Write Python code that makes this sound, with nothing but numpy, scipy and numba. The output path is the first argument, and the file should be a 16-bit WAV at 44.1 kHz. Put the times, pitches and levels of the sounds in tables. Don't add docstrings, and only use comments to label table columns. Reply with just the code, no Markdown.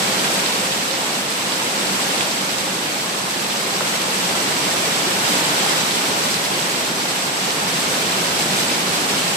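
import sys
import numpy as np
from scipy import signal
from scipy.fft import rfft, irfft, next_fast_len
from scipy.io import wavfile
from scipy.ndimage import uniform_filter1d
from numba import njit

SR = 44100
rng = np.random.default_rng(int(sys.argv[2]) if len(sys.argv) > 2 else 0)


def digitize_waveform(pressure):
    field = np.atleast_2d(pressure).T
    bounded = np.clip(field, -1, 1)
    quanta = np.round(bounded * 32767).astype(np.int16)
    wavfile.write(sys.argv[1], SR, quanta)


N = 412776
FFT_SIZE = 2 * next_fast_len(N // 2 + 1)
PORT_GAP_S = 0.00051


def roar(hz, spray_db, churn_db, plunge_db):
    noise = surrounding_noise(hz)
    centres_hz = [200, 400, 800, 1600, 3000, 4500, 6300, 8500, 11000, 14000]
    band_index = np.interp(np.log(hz + 1), np.log(centres_hz), np.arange(len(centres_hz)))
    burst_db = spray_bursts()
    shared_db = 0.36 * flicker(34, drift_s=.09)
    out = 0
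    for k in range(len(centres_hz)):
        band = np.clip(1 - abs(band_index - k), 0, 1)
        high, low = np.clip((k - 2) / 2, 0, 1), np.clip((1.5 - k) / 1.6, 0, 1)
        own_db = (.5 + 0.032 * k) * high * flicker(34, drift_s=.09)
        treble_db = spray_db + np.clip((k - 3) / 2, 0, 1) * burst_db + shared_db + own_db
        db = high * treble_db + (1 - high - low) * churn_db + low * plunge_db
        out = out + undb(db) * irfft(noise * band)[:, :N]
    return unit(out)


def surrounding_noise(hz):
    right_share, unlike_rumble = 0.055, .13
    left, independent = rfft(rng.standard_normal((2, FFT_SIZE)))
    around = (1 - right_share - unlike_rumble / (1 + (hz / 60) ** 2)) * np.sinc(2 * hz * PORT_GAP_S)
    alike = around + right_share * np.exp(2j * np.pi * hz * PORT_GAP_S * 0.75)
    right = alike * left + np.sqrt(1 - np.minimum(abs(alike) ** 2, 1)) * independent
    return np.array([left, right])


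def spray_bursts():
    bursts = [(.23, 0, .05), (.35, 1.5, .06), (2.032, 1.5, 0.045), (2.6, 1.5, .05), (3.025, 1.2, .05),
              (5.33, 0, 0.11), (5.7, 0, .05), (6.33, 1.5, .06), (7.823, 1, .08), (8.42, 2.5, 0.045),
              (8.6, 3, .06), (8.953, 1.2, 0.068)]
    t = np.arange(N) / SR
    return sum(db * np.exp(-(2 * (t - s) / length) ** 2) for s, db, length in bursts)


def roof_drops(droplet_count=20, lesser_count=20):
    # (time [s], level at the nearer port [dB], pitch [Hz], left minus right [dB],
    # side [-1 left to 1 right], swell [cycles])
    big_drops = [(0.3415, -3, 10500, -10, .4, .5), (0.4628, -6, 3800, -6, .52, .55),
                 (0.5223, -9, 3800, -8, .3, .55), (0.7288, -12, 3200, -4, .45, .8),
                 (0.7772, -11, 3300, -6, .2, .55), (0.9127, -7, 4100, -8, .43, .5),
                 (1.5214, -10, 3350, -4, .48, .85), (1.6009, -10, 2600, -6, .3, .5),
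                 (1.9553, -10, 7300, -7, .4, .5), (2.2089, -3.5, 2850, -6, .57, .48),
                 (2.2185, -13, 3100, -5, .5, .6), (2.2547, -12.5, 5000, -2, 0, .6),
                 (2.3122, -9, 4400, -9, .4, .45), (2.4928, -11, 4400, -6, .4, .5),
                 (2.5845, -6, 6000, -5, .2, .4), (3.1493, -11, 7500, -8, .6, .5),
                 (3.4001, -10, 7500, -12, .6, .5), (3.8085, -9, 1100, -1, -.15, .3),
                 (3.8729, -10, 3200, -7, .1, .5), (5.3805, -9, 9000, -5, .4, .5),
                 (5.4506, -8, 3000, -5, .2, .5), (5.6949, -6, 7600, -7, .43, .5),
                 (5.9102, -8.5, 3400, -4, 0, .5), (6.3429, -6, 4300, -4, .3, .5),
                 (6.5925, -9, 3300, -10, .6, .5), (6.762, -9, 3700, -7, .2, .5),
                 (7.2231, -8, 4600, -3, .2, .45), (7.5064, -10, 4400, -1, 0, .5),
                 (8.1223, -8, 3500, -7, .4, .5), (8.4236, -7.5, 4200, -4, .2, .5),
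                 (8.5345, -8, 3000, -6, .3, .5), (8.6031, -6, 9000, -7, .4, .5)]
    low, high = np.transpose([(0, N / SR), (-15, -11), (4000, 10500), (-10, 3), (-.2, .7), (.4, .8)])
    lesser_drops = low + (high - low) * rng.random((lesser_count, len(low)))
    s, db, hz, pan_db, side, cycles = np.vstack([big_drops, lesser_drops]).T
    db = db - abs(pan_db) / 2
    hit = at_ports(s - cycles / hz, hz, cycles, db, pan_db, side, glide=0.03)
    floor_echo = np.roll(hit, int(.0021 * SR), axis=1)
    wait, pitch, faintness = rng.random((len(s), droplet_count, 3)).T
    wait_s = .003 - 0.019 * np.log(wait)
    droplet_hz = np.minimum(hz * undb(8 * pitch - 4), 9000)
    droplet_db = db - 12 - 8 * faintness - 120 * wait_s
    columns = np.broadcast_arrays(s + wait_s, droplet_hz, 2 * cycles, droplet_db, pan_db, side)
    droplets = at_ports(*(c.ravel() for c in columns), glide=0.052)
    smacks = undb(2.5) * hit + undb(-9) * floor_echo + droplets
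    return signal.sosfilt(signal.butter(2, [350, 12000], "band", fs=SR, output="sos"), smacks)


def single_bubbles():
    # (time [s], level [dB], start pitch [Hz], swell [cycles], rise by the peak [fraction])
    bubbles = [(.905, -23, 510, 5, .03), (1.612, -25, 880, 7, .02), (2.5844, -19, 3700, 2.5, .02),
               (3.8105, -19.5, 560, 1.5, .03), (4.833, -20.5, 520, 3.5, .25), (5.065, -22, 340, 3, .05)]
    rows = np.array(bubbles, float)[:, :, None]
    return sum(at_ports(s, hz, cycles, db, 0, 0, rise[0]) for s, db, hz, cycles, rise in rows)


def rain():
    return scatter(14000, 1920, 11400, cycles=0.5, spread_db=2, cap_db=9, glide=0.026, side=0.38)


def bubble_cloud(spray_db, churn_db):
    fizz = scatter(16000, 1204, 9060, cycles=4.8, spread_db=2.5, cap_db=11, glide=0.038, side=0.2)
    glugs = scatter(900, 253.2, 1110, cycles=2.88, spread_db=-1, cap_db=10.5, glide=0.0766, side=0.061)
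    return undb(spray_db - 14) * fizz + undb(churn_db - 22) * glugs


def faint_tones(spray_db):
    tones = scatter(2500, 900, 6000, cycles=12.0, spread_db=2, cap_db=6, glide=0.01, side=0.2)
    return undb(spray_db - 17) * tones


def under_porch(water, hz):
    # (frequency [Hz], gain [dB])
    colour = [(25, -23), (50, -18.5), (85, -13.5), (125, -9.5), (150, -3), (300, -4), (1000, -6),
              (1180, -6), (2100, -7.5), (2740, -7.5), (3600, -8), (4570, -9), (6200, -12), (6850, -13),
              (7400, -11), (8030, -9), (9190, -17), (11700, -18.5), (13000, -21.3), (14700, -24.5),
              (15300, -27)]
    # (frequency [Hz], left minus right [dB])
    balance = [(100, -1), (700, -.5), (2500, 0), (6000, -3), (7000, -2.5), (7800, 2), (8800, -2),
               (14000, 0.5)]
    # (frequency [Hz], width [Hz], early gain [dB], late gain [dB])
    modes = [(110, 60, -1.5, -0.5), (174, 22, -2, 4.5), (194.3, 18, 7.5, 2.5), (262, 25, 1.5, 2.5),
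             (398, 16, 1, 2), (505, 20, 1.5, -2), (525, 16, 3.5, 4), (660, 16, 0, 1.5),
             (860, 310, 2.5, 2.5), (1050, 53, 0.5, .5)]
    ports_db = on_hz(balance, hz) * np.array([[.5], [-.5]])
    coloured = rfft(water, FFT_SIZE) * undb(on_hz(colour, hz) + ports_db)
    boom_db = sum(np.outer(db, 1 / (1 + (2 * (hz - f) / width) ** 2)) for f, width, *db in modes)
    early, late = (irfft(coloured * undb(db))[:, :N] for db in boom_db)
    deepening = np.interp(np.arange(N) / SR, (4.2, 4.24), (0, 1))
    return early + (late - early) * deepening


def scatter(count, low_hz, high_hz, cycles, spread_db, cap_db, glide, side):
    moment, pitch, place, chance = rng.random((count, 4)).T
    hz = low_hz * (high_hz / low_hz) ** pitch
    side = np.clip(side + 2 * place - 1, -1, 1)
    tilt_db = 5.46 * np.log2(hz / low_hz)
    db = np.minimum(-spread_db * np.log(chance), cap_db) + tilt_db
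    return unit(at_ports(moment * N / SR, hz, np.full(count, cycles), db, -7 * side, side, glide))


def at_ports(s, hz, cycles, db, pan_db, side, glide):
    lag_s = side * PORT_GAP_S / 2
    return np.array([grains((s + k * lag_s) * SR, hz, cycles, undb(db + k * pan_db / 2), glide, N, SR)
                     for k in (1, -1)])


@njit
def grains(start, hz, cycles, size, glide, n, sr):
    out = np.zeros(n)
    for k in range(len(hz)):
        first = int(np.ceil(start[k]))
        step, fade = 2 * np.pi * hz[k] / sr, hz[k] / (cycles[k] * sr)
        turn, bend = np.exp(1j * step - fade), np.exp(1j * step * glide * fade)
        phasor = np.e * fade * size[k] * np.exp((1j * step - fade) * (first - start[k]))
        for j in range(max(first, 0), min(n, first + int(8 / fade))):
            out[j] += (j - start[k]) * phasor.imag
            phasor, turn = phasor * turn, turn * bend
    return out


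def flicker(rate_hz, drift_s=None):
    hold = int(SR / rate_hz)
    levels = uniform_filter1d(np.repeat(rng.standard_normal(N // hold + 1), hold), hold)[:N]
    drift = uniform_filter1d(levels, int(drift_s * SR) if drift_s else 4 * hold)
    return unit(levels - drift)


def curve(table):
    db = np.interp(np.arange(N) / SR, *np.transpose(table))
    return db - db.mean()


def on_hz(table, hz):
    points_hz, db = np.transpose(table)
    return np.interp(np.log(hz + 1), np.log(points_hz), db)


def undb(db):
    return 10 ** (np.asarray(db) / 20)


def unit(x):
    return x / np.sqrt(np.mean(x ** 2))


def scene():
    # (time [s], relative level [dB])
    flow = [(0, -23.5), (.48, -24), (.66, -25.5), (1.3, -26.5), (1.82, -25), (2.2, -24.5), (2.38, -26),
            (2.75, -27), (3.2, -27.5), (3.6, -26), (4.3, -24.5), (4.7, -24), (5.2, -23.5), (5.31, -22),
            (5.48, -23), (5.72, -22.5), (5.87, -23.5), (6.25, -24.5), (6.7, -25.5), (7.35, -26),
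            (7.8, -24.5), (8.55, -24), (8.85, -24.5), (9.36, -24)]
    # (time [s], relative level [dB])
    rumble = [(0, 2), (.5, -0.5), (.75, 0.5), (.9, -1), (1.4, -1), (1.7, 0), (2.3, -0.5), (3.1, 0.5),
              (3.9, -.5), (4.6, 0), (5.03, 0), (5.25, -2), (5.45, 0), (6, -2), (6.2, 1), (6.95, 0),
              (7.3, -1.5), (7.6, -0.5), (8.5, 0.5), (9, 1), (9.36, 0)]
    flow_db, rumble_db = curve(flow), curve(rumble)
    spray_db = flow_db + .28 * flicker(10)
    churn_db = 0.98 * flow_db + 0.1 * rumble_db + .3 * flicker(7)
    plunge_db = 0.83 * flow_db + rumble_db + .6 * flicker(3.3)
    hz = np.arange(FFT_SIZE // 2 + 1) * SR / FFT_SIZE
    near = undb(spray_db - 13) * rain() + bubble_cloud(spray_db, churn_db) + faint_tones(spray_db)
    far = roar(hz, spray_db, churn_db, plunge_db)
    return undb(-19.5) * unit(under_porch(far + near, hz)) + roof_drops() + single_bubbles()


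def record(dry):
    bass_cut_hz, top_hz = 82, 15400
    thin = signal.sosfilt(signal.butter(2, bass_cut_hz, "high", fs=SR, output="sos"), dry)
    return signal.sosfilt(signal.ellip(14, .2, 105, top_hz, fs=SR, output="sos"), thin)


dry = scene()
out = record(dry)
digitize_waveform(out)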